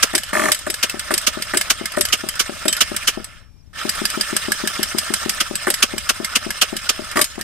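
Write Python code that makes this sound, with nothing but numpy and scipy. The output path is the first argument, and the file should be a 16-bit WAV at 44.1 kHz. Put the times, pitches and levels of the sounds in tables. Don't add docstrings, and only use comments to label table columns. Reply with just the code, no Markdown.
import sys
import numpy as np
from scipy import signal
from scipy.fft import rfft, irfft, next_fast_len
from scipy.io import wavfile
from scipy.ndimage import uniform_filter1d

SR = 44100
rng = np.random.default_rng(int(sys.argv[2]) if len(sys.argv) > 2 else 0)


def pcm_store(signal):
    levels = np.round(np.clip(np.atleast_2d(signal), -1, 1) * 32767)
    wavfile.write(sys.argv[1], SR, levels.astype(np.int16).T)


def volts_from_db(level):
    exponent = np.asarray(level, float) / 20
    return 10 ** exponent


N = 327663

# pop_crest_s, clack_s, clack_db, groan_db, loudest_ring_hz
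FREE_TURNS = [(3.8546, 3.8937, -10, -31, 4870), (4.0192, 4.054, -7.5, -27, 4870),
              (4.1766, 4.211, -7, -26.5, 4790), (4.3313, 4.366, -7, -31, 5020),
              (4.486, 4.52, -6, -31.5, 1664), (4.6404, 4.6748, -7.5, -29, 1680),
              (4.7957, 4.8308, -7, -29, 5330), (4.95, 4.9852, -6, -35, 5060),
              (5.1063, 5.1391, -6.5, -32, 1586), (5.2623, 5.295, -7, -29, 4950)]
# pop_crest_s, pop_db, clack_s, clack_db, loudest_ring_hz
LABOURED_TURNS = [(0.9445, -28, .9951, -16, 8350), (1.3746, -27, 1.423, -14, 4830),
                  (1.8139, -26, 1.8572, -12.5, 2130), (2.2399, -26, 2.2884, -12, 8160),
                  (2.496, -26.5, 2.55, -33, 5040), (2.9184, -26, 2.9649, -10.5, 8400),
                  (3.176, -25.5, 3.2443, -21, 8670), (5.5125, -25, 5.5555, -12, 7750),
                  (5.9393, -25, 5.9812, -13.5, 2390), (6.2035, -25, 6.2469, -12, 2100),
                  (6.4672, -25.5, 6.5057, -14, 1670), (6.7306, -24.5, 6.7672, -15, 3000),
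                  (6.9954, -27, 7.016, -41.5, 4980), (7.3822, -28, 7.4121, -15, 1820)]
# bark_s, bark_db, pop_crest_lag_s, pop_db, groan_db
FIRED_TURNS = [(0.1364, -23, 0.0028, -28, -46), (0.3306, -17, 0.0026, -36, -40),
               (0.667, -21, 0.004, -30.5, -45), (1.1066, -13.5, 0.0026, -27, -41),
               (1.5362, -13.5, 0.0041, -25.5, -36), (1.972, -17, 0.004, -22, -30.5),
               (2.6554, -29.5, 0.003, -23.5, -33.5), (5.67, -11.5, 0.0034, -23.5, -38),
               (7.158, -16, 0.0022, -28, -32)]
# first_lag_s, first_db, second_lag_s, second_db
PIPE_RETURNS = [(0.011, -21, .020, -25), (0.027, -32, .03, -28.5), (0.0112, -29, .026, -26.5),
                (0.0095, -21.5, 0.023, -22.5), (.011, -20, .026, -20.5), (.0135, -23.5, 0.023, -22),
                (.015, -22.5, 0.023, -32.5), (.0105, -25, 0.0083, -17.5), (.0095, -20.5, .018, -22)]
# bark_s, peak_db
SPUTTERS = [(0.1473, -15.5), (0.3413, -17), (0.351, -11), (0.3687, -10.5), (0.395, -9.5), (0.4184, -14),
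            (0.4373, -13), (0.4564, -11.5), (0.4845, -11.5), (0.5150, -17), (7.1706, -8), (7.1911, -10),
            (7.2125, -17)]
# time_s, level_db
BURNS = [
    [(.330, -25), (.40, -23.5), (.495, -23.5), (.515, -30)],
    [(7.159, -24), (7.2, -23), (7.235, -29)],
]
# freq_hz, density_db
BURN_TONE = [(120, -31.5), (220, -9.5), (270, -13.5), (340, -5), (470, -20), (610, -16.5), (870, -13.5),
             (1170, -24), (1400, -13.5), (1800, -15), (2600, -14.5), (5000, -23), (8500, -17.5),
             (13500, -28), (15200, -48)]
# freq_hz, level_db, t60_s
PIPE_MODES = [(339, -8.5, 0.07), (650, -9.5, 0.15), (1170, 13, 0.092), (1790, 7, 0.11)]
# freq_hz, level_db, t60_s
MUFFLER_MODES = [(163, -20, 0.15), (222, -0.5, 0.082), (238, -17, 0.048), (351, -6, 0.087),
                 (396, -10.5, 0.076), (612, -17.5, 0.2)]
# freq_hz, level_db, t60_s
SHELL_MODES = [(584, -3.5, 0.11), (629.7, 3, 0.085), (772, 1.5, 0.054)]
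# freq_hz, level_db, t60_s
BARK_MODES = [(1180, 2, .04), (1800, 6, .03), (1450, 0, .03)]

# start_s, peak_db, length_s, groan_before_db
SLIPS = [(0.0271, 2.5, 0.01, -33), (0.827, -1.5, 0.019, -42), (1.266, 0, 0.017, -38.5),
         (1.6992, 1, 0.016, -34), (2.1242, 0, 0.019, -34.5), (2.3923, -2.5, 0.023, -36),
         (2.806, 1, 0.018, -30.5), (3.072, -1, 0.023, -44), (5.401, -1, 0.016, -34.5),
         (5.824, 1.5, 0.013, -40.5), (6.09, -1, 0.016, -38), (6.3532, 0, 0.015, -30.5),
         (6.6133, 0.5, 0.017, -46), (6.8902, 0, 0.012, -34)]
SLIP_THUD_DB = [4.8, 4.7, 4.1, 4, 8, 2.4, 4, 1.4, 5.9, 7, 5.3, 4.9, 6.3, 4.1]
HOUSING_DB = [2, 3.5, 0.5, 1, 5, -1, 3.5, 4, 1.5, 6.5, 2, 4, 5.5, 3]
# freq_hz, density_db
SLIP_TONE = [(88, -53.5), (150, -22), (624, -8), (888, -15), (1240, -0.5), (1900, -5.5), (2400, -2.5),
             (2920, -1), (3920, -7), (4860, -4), (6390, -5.5), (7040, -8), (11900, -13), (14800, -22.5),
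             (16000, -40)]

# start_s, level_db, rebound_lag_s, rebound_db, rebound_ring_hz
KICKS = [(0.152, -3, 0.028, -11.5, 7980), (0.519, -2, .028, -14, 7760), (0.702, -10.5, 0.04, -13.5, 5000),
         (1.14, -4.5, .0391, -8.5, 8400), (1.5724, -5.5, 0.04, -8, 2130), (2.0106, -5, 0.042, -10.5, 1600),
         (2.6817, -4.5, .0465, -9, 3150), (5.703, -5.5, 0.038, -8.5, 1990), (7.215, -1.5, 0.028, -11, 5270)]
# ring_db, tilt_db_per_octave
KICK_SHAFT = [(-5.5, -1.5), (3, -1), (-1.5, -0.5), (-7, -2.5), (-5, -0.5), (-7, 0), (0.5, -1.5), (-11, -1),
              (-18.5, 0)]
# freq_hz, level_db, t60_s
KICK_MODES = [(2230, -11, 0.024), (3052, -11, 0.11), (3756, -3.5, 0.052), (5020, 0, 0.035),
              (6800, -27, 0.82), (7440, -1.5, 0.038), (8510, 6, 0.038), (9600, -3, .035),
              (9770, -1.5, 0.042), (11280, 6, 0.021), (12900, -15, 0.017)]
# start_s, level_db, loudest_ring_hz
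STRAYS = [(0.2348, -18.5, 3000), (0.4566, -24, 8200), (0.591, -23, 8100), (0.8969, -14.5, 2660),
          (1.9206, -22, 1560), (2.087, -18.5, 3000), (2.3556, -20.5, 5370), (2.767, -16.5, 5190),
          (3.783, -35, 1790), (4.102, -16, 8400), (7.1148, -23, 2800), (7.1715, -12, 1790),
          (7.1916, -15, 1790)]
# freq_hz, density_db
CLACK_TONE = [(290, -15.5), (500, 9), (946, -9.5), (1950, 2.5), (4340, -3.5), (4940, 0), (7100, -8),
              (8450, -0.5), (13800, -14.5), (14700, -17.5), (16000, -45.5)]
# freq_hz, level_db, t60_s
CLACK_MODES = [(1700, -1.5, 0.041), (2130, -10.5, 0.047), (3035, -3.5, 0.05), (4870, -1.5, 0.038),
               (5190, -6, 0.05), (6800, -36, 0.73), (7980, -3, 0.074), (8450, 4, 0.019), (11330, -3, 0.036)]
# freq_hz, gain_db
SMALL_PARTS = [(500, -14), (1000, -3.5), (1400, -2), (9000, -0.5)]
# start_s, peak_db, low_body_db
RATTLES = [(0.1336, -19, 4), (0.6658, -19, 1.5), (0.6754, -18, 7.5), (1.1064, -16.5, 2),
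           (1.1137, -11.5, 3.5), (1.215, -21, -8), (1.409, -31, -7), (1.5358, -13.5, 6), (1.5447, -10, 7),
           (1.9676, -16, 1), (1.9834, -14, 0.5), (2.175, -26, -9.5), (2.654, -14, 4), (3.03, -26, 0.5),
           (3.9525, -15, 2.5), (4.2652, -28, -2.5), (4.3074, -21, 9), (4.4198, -27, -5), (4.7293, -28.5, 3),
           (4.8857, -24.5, -7.5), (5.191, -31, -8.5), (5.346, -22, -5), (5.454, -33.5, -4),
           (5.6684, -15.5, -2.5), (5.6796, -10.5, 7.5), (5.803, -18, 4.5), (6.144, -28.5, -6.5),
           (6.837, -22.5, 1.5), (7.158, -14, 11), (7.391, -23, 9.5)]
# freq_hz, density_db
RATTLE_TONE = [(2500, 0), (6500, -6.5), (8400, 8.5), (9300, 4.5), (10000, -2.5), (11300, 1), (13000, -7),
               (16000, -30)]
# start_s, freq_hz, level_db, t60_s
PINS = [(0.182, 7980, -38, 0.22), (2.288, 3160, -33, .4), (2.682, 3094, -26.5, .4),
        (2.727, 3125, -31, 0.33), (2.767, 3030, -38.5, 0.24)]

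# time_s, level_db, brightness_db
WHIR = [
    [(0.0, -24.5, -2.5), (0.13, -34, -2), (0.58, -38, -1.5), (0.84, -33.5, -1.5), (1.19, -29.5, -2.5),
     (1.91, -32, -2.5), (3.05, -32.5, -1), (3.4, -35, -8), (3.5, -47, -13.5)],
    [(3.732, -43.5, -4), (3.785, -22.5, -4.5), (3.88, -33, 0.5), (5.25, -33, 0.5), (5.4, -33, -0.5),
     (5.99, -35.5, -0.5), (7.09, -30.5, -2.5), (7.21, -43.5, 1), (7.43, -35, -3.5)],
]
# freq_hz, density_db
GEAR_TONE = [(88, -54), (150, -31.5), (235, -11), (398, -23.5), (662, -11), (905, -12), (1310, 1.5),
             (1980, -7), (5150, -9.5), (7180, -9.5), (8560, -7), (14500, -19.5), (16000, -30.5)]
# freq_hz, width_hz, level_db
GEAR_BODY = [(603, 92, -2), (1308, 13, -6.5), (1790, 30, 3.5), (2130, 33, -1), (3000, 1500, -5),
             (5080, 310, -2), (8400, 130, -4.5)]

# time_s, pitch_hz, level_db
CHIRPS = [
    [(3.57, 4550, -55), (3.581, 5600, -59), (3.592, 5650, -62), (3.606, 5300, -52), (3.62, 4600, -55)],
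    [(3.62, 5540, -65), (3.632, 5900, -62), (3.645, 5570, -66)],
    [(3.657, 4600, -58), (3.666, 5300, -56), (3.676, 5550, -56), (3.70, 5500, -70.5)],
]
# time_s, pitch_hz, level_db
RINGS = [
    [(3.25, 5420, -52), (3.45, 5440, -58), (3.57, 5415, -64), (3.66, 5400, -66)],
    [(3.4, 2410, -66.5), (3.54, 2390, -67), (3.66, 2400, -70)],
    [(7.23, 6800, -33), (7.3, 6800, -53), (7.42, 6800, -57)],
]
# freq_hz, density_db
AIR_TONE = [(12, -28.5), (20, -2), (53, -7.5), (74, -3.5), (113, -10), (146, -14.5), (472, -36.5),
            (3950, -46.5), (5380, -47), (14300, -54.5), (16000, -81.5)]

# freq_hz, left_minus_right_db
PORT_DB = [(60, 22), (110, 18.5), (200, 19.5), (380, 11.5), (700, 6), (1290, -3), (2380, -4), (4400, -2),
           (8120, 1), (15000, 0)]
# freq_hz, left_lead_rad
PORT_TURN = [(0, -2.5), (260, -1.66), (950, -1.34), (3010, 0), (4650, 2), (5080, -2), (5770, 5),
             (6370, -2.5), (7490, 12), (8010, 6), (9470, 5.5), (11300, 7.5), (14500, 7.5), (15900, 18.5)]
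# freq_hz, likeness_0_to_1
SAME = [(30, .3), (60, .5), (120, 0.87), (1000, 1), (2000, 0.95), (4000, 0.1), (12000, 0.52)]

CREST_S = .0056
FREE_POP_DB, FREE_KNOCK_DB, FREE_ECHO_S = -22.5, -17.5, .023
LABOURED_GROAN_DB, LABOURED_KNOCK_DB, LABOURED_ECHO_S = -58.5, -11, .027
FIRED_KNOCK_DB, FIRED_ECHO_S = -2, .035
PUSH_HZ, PUSH_S = 270, .0021
CHAMBER_HZ, CHAMBER_S, CHAMBER_DB = 352.7, .0073, -9
FIRED_BOOM_DB, RUN_BOOM_DB, FIRED_PITCH = -12, -13, .94
BURN_FLARE_DB, BURN_FLARE_S, PIPE_DB = 3, .008, -5.5
HARD_RING_DB, SOFT_RING_DB, CLACK_TILT_DB = .5, -.5, 1.5
KICK_HZ, KICK_T60_S, KNOCK_T60_S = 7980, .13, .047
RESTRIKE_S, RESTRIKE_DB, SOFT_RESTRIKE_DB = .0065, -9, -13.5
THUD_LAG_S, THUD_DB = .0097, -31.5
RATTLE_DB, RATTLE_BODY_DB, RATTLE_S = -2, 9.5, .013
SWITCH_S, OFF_DB, SWELL_DB = .003, -95, 1.5
GROAN_HZ, GROAN_LEAD_S, HUM_LEAD_S, HUM_DB = 1312, .029, .085, -13
WAVER, AIR_DB = .0012, -46.5


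def evened(x):
    return x / np.sqrt(np.mean(x ** 2) + 1e-20)


def peaked(x):
    return x / abs(x).max()


def lumps(n, width):
    return evened(uniform_filter1d(rng.standard_normal(n), width))


def read(points, hz):
    f, value = np.transpose(points)
    return np.interp(np.log(hz + 1), np.log(f + 1), value)


def add(mix, s, sound):
    part = mix[round(s * SR):][:len(sound)]
    part += sound[:len(part)]


def colour(x, points, tilt_db=0):
    n = next_fast_len(x.shape[-1], True)
    hz = np.fft.rfftfreq(n, 1 / SR)
    gain_db = read(points, hz) + tilt_db * np.log2((hz + 50) / 4000)
    return irfft(rfft(x, n) * volts_from_db(gain_db), n)[..., :x.shape[-1]]


def ring(modes, t, spread_db=0, detune=0):
    hz, db, t60 = np.transpose(modes)[:, :, None]
    a, b = rng.standard_normal((2, len(modes), 1))
    decay = volts_from_db(db + spread_db * a - 60 * t / t60)
    return (decay * np.sin(2 * np.pi * hz * (1 + detune * b) * t)).sum(0)


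def chirp(t, start_hz, end_hz, glide, rise):
    turns = end_hz * t + (start_hz - end_hz) * glide * (1 - np.exp(-t / glide))
    return (t / rise) ** 2 * np.exp(2 - 2 * t / rise) * np.sin(2 * np.pi * turns)


def pops():
    free = [(s - CREST_S, FREE_POP_DB, groan_db, FREE_KNOCK_DB, FREE_ECHO_S)
            for s, _, _, groan_db, _ in FREE_TURNS]
    laboured = [(s - CREST_S, db, LABOURED_GROAN_DB, LABOURED_KNOCK_DB, LABOURED_ECHO_S)
                for s, db, *_ in LABOURED_TURNS]
    fired = [(s + lag - CREST_S, db, groan_db, FIRED_KNOCK_DB, FIRED_ECHO_S)
             for s, _, lag, db, groan_db in FIRED_TURNS]
    return free + laboured + fired


def exhaust_puffs():
    out, t = np.zeros(N), np.arange(6000) / SR
    crest = t - .0052
    push = np.exp(-((crest - .0008) / PUSH_S) ** 2) * np.cos(2 * np.pi * PUSH_HZ * crest)
    chamber = np.exp(-((crest - .0033) / CHAMBER_S) ** 4) * np.cos(2 * np.pi * CHAMBER_HZ * crest)
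    gas = volts_from_db(-4) * push + volts_from_db(CHAMBER_DB) * chamber + volts_from_db(-13.5) * chirp(t, 2415, 736, .00189, .0034)
    for s, db, _, knock_db, echo_s in pops():
        muffler = ring(MUFFLER_MODES, t, 1, .008) * (1 - np.exp(-(t / .0014) ** 2))
        shell = ring(SHELL_MODES, t, .7, .051) * (1 - np.exp(-(t / .004) ** 2))
        puff = gas + volts_from_db(-7.5) * muffler + volts_from_db(knock_db) * shell
        add(out, s, volts_from_db(db + 6) * puff)
        add(out, s + echo_s, volts_from_db(db - 4) * puff)
        add(out, s + 1.72 * echo_s, volts_from_db(db - 11.5) * chirp(t, 300, 195, .003, .0063))
    return out


def bark(t, pitch, boom_db):
    sweep = chirp(t, 2200 * pitch, 1650 * pitch, .002, .0012) - .18 * chirp(t, 1450, 1100, .002, .0013)
    echoes = np.zeros(len(t))
    for gain, hz, lag_s in [(.6, 1900, .0031), (.35, 1350, .0042), (.2, 1150, .008)]:
        start_hz = hz * pitch ** 2 * rng.uniform(.98, 1.02)
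        echo = chirp(t, start_hz, .8 * hz * pitch ** 2, .003, .0012 / pitch ** 3)
        echoes += gain * np.roll(echo, int(lag_s * rng.uniform(.96, 1.04) * SR))
    pipe = ring(BARK_MODES, t, .78, .016) * (1 - np.exp(-t / .0032))
    shell = ring(SHELL_MODES, t, 1.7, .0052) * (1 - np.exp(-(t / .006) ** 2))
    boom = chirp(t, 930, 604, .003, .0092) + volts_from_db(-18) * shell
    return pitch ** 2 * sweep + echoes / pitch + volts_from_db(-6) * pipe + volts_from_db(boom_db) * boom


def firings():
    out, t = np.zeros(N), np.arange(6000) / SR
    for (s, db, *_), (first_s, first_db, second_s, second_db) in zip(FIRED_TURNS, PIPE_RETURNS):
        add(out, s, volts_from_db(db + 2) * bark(t, FIRED_PITCH, FIRED_BOOM_DB))
        add(out, s + first_s, volts_from_db(first_db) * chirp(t, 422, 282, .0033, .0048))
        add(out, s + second_s, volts_from_db(second_db) * chirp(t, 430, 350, .0048, .0072))
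    for s, db in SPUTTERS:
        add(out, s, volts_from_db(db + 2) * bark(t, 1, RUN_BOOM_DB))
    return out


def burning():
    out = np.zeros(N)
    for rows in BURNS:
        s, db = np.transpose(rows)
        t = np.arange(s[0], s[-1], 1 / SR)
        crackle = rng.standard_normal(len(t)) * volts_from_db(2 * lumps(len(t), 150))
        sung = signal.oaconvolve(crackle, ring(PIPE_MODES, t - s[0]))[:len(t)]
        since_s = t[:, None] - [row[0] for row in FIRED_TURNS + SPUTTERS]
        flare = np.exp(-np.where(since_s > 0, since_s, 1).min(1) / BURN_FLARE_S)
        burn = evened(evened(colour(crackle, BURN_TONE)) + volts_from_db(PIPE_DB) * evened(sung))
        add(out, s[0], volts_from_db(np.interp(t, s, db) + BURN_FLARE_DB * flare) * burn)
    return out


def slips():
    out, t = np.zeros((2, N)), np.arange(8192) / SR
    for (s, db, length_s, _), thud_db, housing_db in zip(SLIPS, SLIP_THUD_DB, HOUSING_DB):
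        grabs = volts_from_db(1.36 * lumps(len(t), 50))
        decay = np.exp(-(t / length_s) ** 1.35 * 1.62) + .083 * np.exp(-t / .016)
        shape = (1 - np.exp(-(t / .008) ** 2)) * decay
        for port in out:
            rasp = colour(rng.standard_normal(len(t)) * grabs, SLIP_TONE)
            rasp = colour(rasp, [(2200, .0049), (2900, housing_db), (3700, .008)]) * shape
            treble = colour(rasp, SMALL_PARTS)
            peak = abs(rasp).max()
            add(port, s - .002, volts_from_db(db + 1) * treble / peak)
            add(port, s + .006, volts_from_db(db + thud_db - 4) * (rasp - treble) / peak)
        add(out[0], s + THUD_LAG_S, volts_from_db(db + thud_db + THUD_DB) * chirp(t, 754, 222, .0018, .0041))
    return out


def knocks():
    def parts(hz):
        return CLACK_MODES + [(hz, 1, KNOCK_T60_S)]
    hard = [(s, db, HARD_RING_DB, parts(hz), 0) for _, s, db, _, hz in FREE_TURNS]
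    hard += [(s, db, HARD_RING_DB, parts(hz), 0) for _, _, s, db, hz in LABOURED_TURNS]
    for (s, db, *_), (shaft_db, tilt_db) in zip(KICKS, KICK_SHAFT):
        hard.append((s, db, HARD_RING_DB, KICK_MODES + [(KICK_HZ, shaft_db, KICK_T60_S)], tilt_db))
    soft = [(s + lag, db, SOFT_RING_DB, parts(hz), 0) for s, _, lag, db, hz in KICKS]
    soft += [(s, db, SOFT_RING_DB, parts(hz), 0) for s, db, hz in STRAYS]
    return hard + soft


def clacks():
    out, t = np.zeros((2, N)), np.arange(8192) / SR
    for s, db, ring_db, modes, tilt_db in knocks():
        rebound = 1 + .77 * np.exp(-((t - rng.uniform(.0064, .0067)) / .0027) ** 2)
        decay = np.exp(-t / .0024) + .24 * np.exp(-t / .02)
        shape = (1 - np.exp(-t / .00022)) * decay * rebound
        restrike_db = RESTRIKE_DB if modes[-1][0] == KICK_HZ else SOFT_RESTRIKE_DB
        for port in out:
            crack = colour(rng.standard_normal(len(t)), CLACK_TONE, CLACK_TILT_DB) * shape
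            blow = rng.standard_normal(90) * np.exp(-np.arange(90) / 18)
            gap = np.zeros(int(RESTRIKE_S * SR * rng.uniform(.6, 1)))
            strike = np.concatenate([blow, gap, volts_from_db(restrike_db) * blow[::-1]])
            metal = peaked(signal.oaconvolve(ring(modes, t, 1.5, .002), strike)[:len(t)])
            clack = colour(peaked(crack) + volts_from_db(ring_db) * metal, SMALL_PARTS, tilt_db)
            add(port, s - .0005, volts_from_db(db + 2) * clack)
    return out


def rattles():
    out, t = np.zeros((2, N)), np.arange(2048) / SR
    shape = (1 - np.exp(-t / .00057)) * np.exp(-(t / RATTLE_S) ** 1.05)
    for s, db, body_db in RATTLES:
        low_db = body_db + RATTLE_BODY_DB
        tone = [(1000, low_db - 11.5), (1500, low_db)] + RATTLE_TONE[1:]
        for port in out:
            buzz = colour(rng.standard_normal(len(t)), tone)
            add(port, s - .0008, volts_from_db(db + RATTLE_DB) * peaked(buzz * shape))
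    return out


def pins():
    out, t = np.zeros(N), np.arange(12000) / SR
    for s, *mode in PINS:
        add(out, s, ring([mode], t) * (1 - np.exp(-t / .0023)))
    return out


def starter():
    t = np.arange(N) / SR
    off = [(WHIR[0][-1][0] + SWITCH_S, OFF_DB, 0), (WHIR[1][0][0] - SWITCH_S, OFF_DB, 0)]
    rows = np.concatenate([WHIR[0], off, WHIR[1]])
    level_db, bright_db = (np.interp(t, rows[:, 0], column) for column in rows.T[1:])
    releases_s = np.sort([row[0] for row in pops() + SLIPS])
    turn = np.interp(t, releases_s, np.arange(len(releases_s)))
    load = np.cos(2 * np.pi * (turn - .72)) + .72 * np.cos(4 * np.pi * (turn - .3))
    teeth = volts_from_db(2 * rng.exponential(1, N)) * (rng.random(N) < 2500 / SR)
    knocking = evened(teeth) * rng.choice([-1., 1.], (2, N))
    brushes = 2.7 * rng.standard_normal((2, N))
    drive = (knocking + brushes) * volts_from_db(1.27 * lumps(N, 300))
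    hz = np.fft.rfftfreq(N, 1 / SR)
    body = 1 + sum(3.24 * volts_from_db(db) / (1 + 2j * (hz - f) / w) for f, w, db in GEAR_BODY)
    whir = evened(irfft(rfft(colour(drive, GEAR_TONE)) * body, N))
    hz, frame_s, z = signal.stft(whir, SR, nperseg=256)
    noise = rng.standard_normal(z.shape[:0:-1])
    patches = evened(uniform_filter1d(uniform_filter1d(noise, 7, 0), 4, 1)).T
    high = hz[:, None] ** 4 / (hz[:, None] ** 4 + 3600. ** 4)
    trim_db = read([(900, -.11), (1200, -.39)], hz)[:, None]
    z = z * volts_from_db(2.47 * patches + trim_db + (high + 1.5) * np.interp(frame_s, t, bright_db))
    return evened(signal.istft(z, SR, nperseg=256)[1][:, :N]) * volts_from_db(level_db + SWELL_DB * load)


def groans():
    out, t = np.zeros(N), np.arange(2000) / SR
    loads = [(s, GROAN_LEAD_S, db, GROAN_HZ) for s, _, db, *_ in pops()]
    loads += [(s, HUM_LEAD_S, db + HUM_DB, GROAN_HZ * .98) for s, _, _, db, _ in FREE_TURNS]
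    loads += [(s, .024, db, 1380) for s, _, _, db in SLIPS[1:]]
    steps = np.arange(len(t))
    rising = steps * (.98 + .065 * t / t[-1])
    for s, lead_s, db, hz in loads:
        modes = [(hz, 0, .09), (hz * 1.35, -4, .06), (hz * 1.7, -9, .04), (hz * .93, -8, .05)]
        sing = signal.oaconvolve(rng.standard_normal(len(t)), ring(modes, t, 2.8))[:len(t)]
        sing = np.interp(rising, steps, sing)
        add(out, s - lead_s - .017, volts_from_db(db) * evened(sing) * np.hanning(len(t)))
    return out


def whistles():
    out = np.zeros(N)
    for rows in CHIRPS + RINGS:
        s, hz, db = np.transpose(rows)
        t = np.arange(s[0], s[-1], 1 / SR)
        pitch_hz = np.interp(t, s, hz) * (1 + WAVER * lumps(len(t), 60))
        tone = np.sin(2 * np.pi * np.cumsum(pitch_hz) / SR) * signal.windows.tukey(len(t), .2)
        add(out, s[0], volts_from_db(np.interp(t, s, db) - 5.5) * tone)
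    return out


def air():
    gusts = volts_from_db(lumps(N, 5000))
    return volts_from_db(AIR_DB) * evened(colour(rng.standard_normal((2, N)), AIR_TONE) * gusts)


def scene():
    near = exhaust_puffs() + firings() + burning() + groans() + whistles() + pins()
    twin = np.roll(near, 40) + .3 * np.roll(near, 410)
    return np.array([near, twin / 2]) + slips() + clacks() + rattles() + starter() + air()


def roll_off(x):
    return signal.sosfilt(signal.butter(12, 16370, fs=SR, output="sos"), x)


def record(dry):
    hz = np.fft.rfftfreq(N, 1 / SR)
    direct, twin = rfft(dry)
    same = np.clip(read(SAME, hz), 0, 1)
    port = volts_from_db(read(PORT_DB, hz) / 2) * np.exp(.5j * read(PORT_TURN, hz))
    middle = np.sqrt(abs(port) ** 2 + abs(port) ** -2. + 2 * same * np.cos(2 * np.angle(port))) / 2
    left = direct * port
    right = (same * direct + np.sqrt(1 - same ** 2) * twin) / port
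    pair = irfft(np.array([left, right]) / middle, N)
    limited = 1.281 * np.tanh(pair / 1.228)
    mix = signal.oaconvolve(limited, signal.firwin(255, 16300, fs=SR)[None], "same")
    return roll_off(mix)


dry = scene()
out = record(dry)
pcm_store(out)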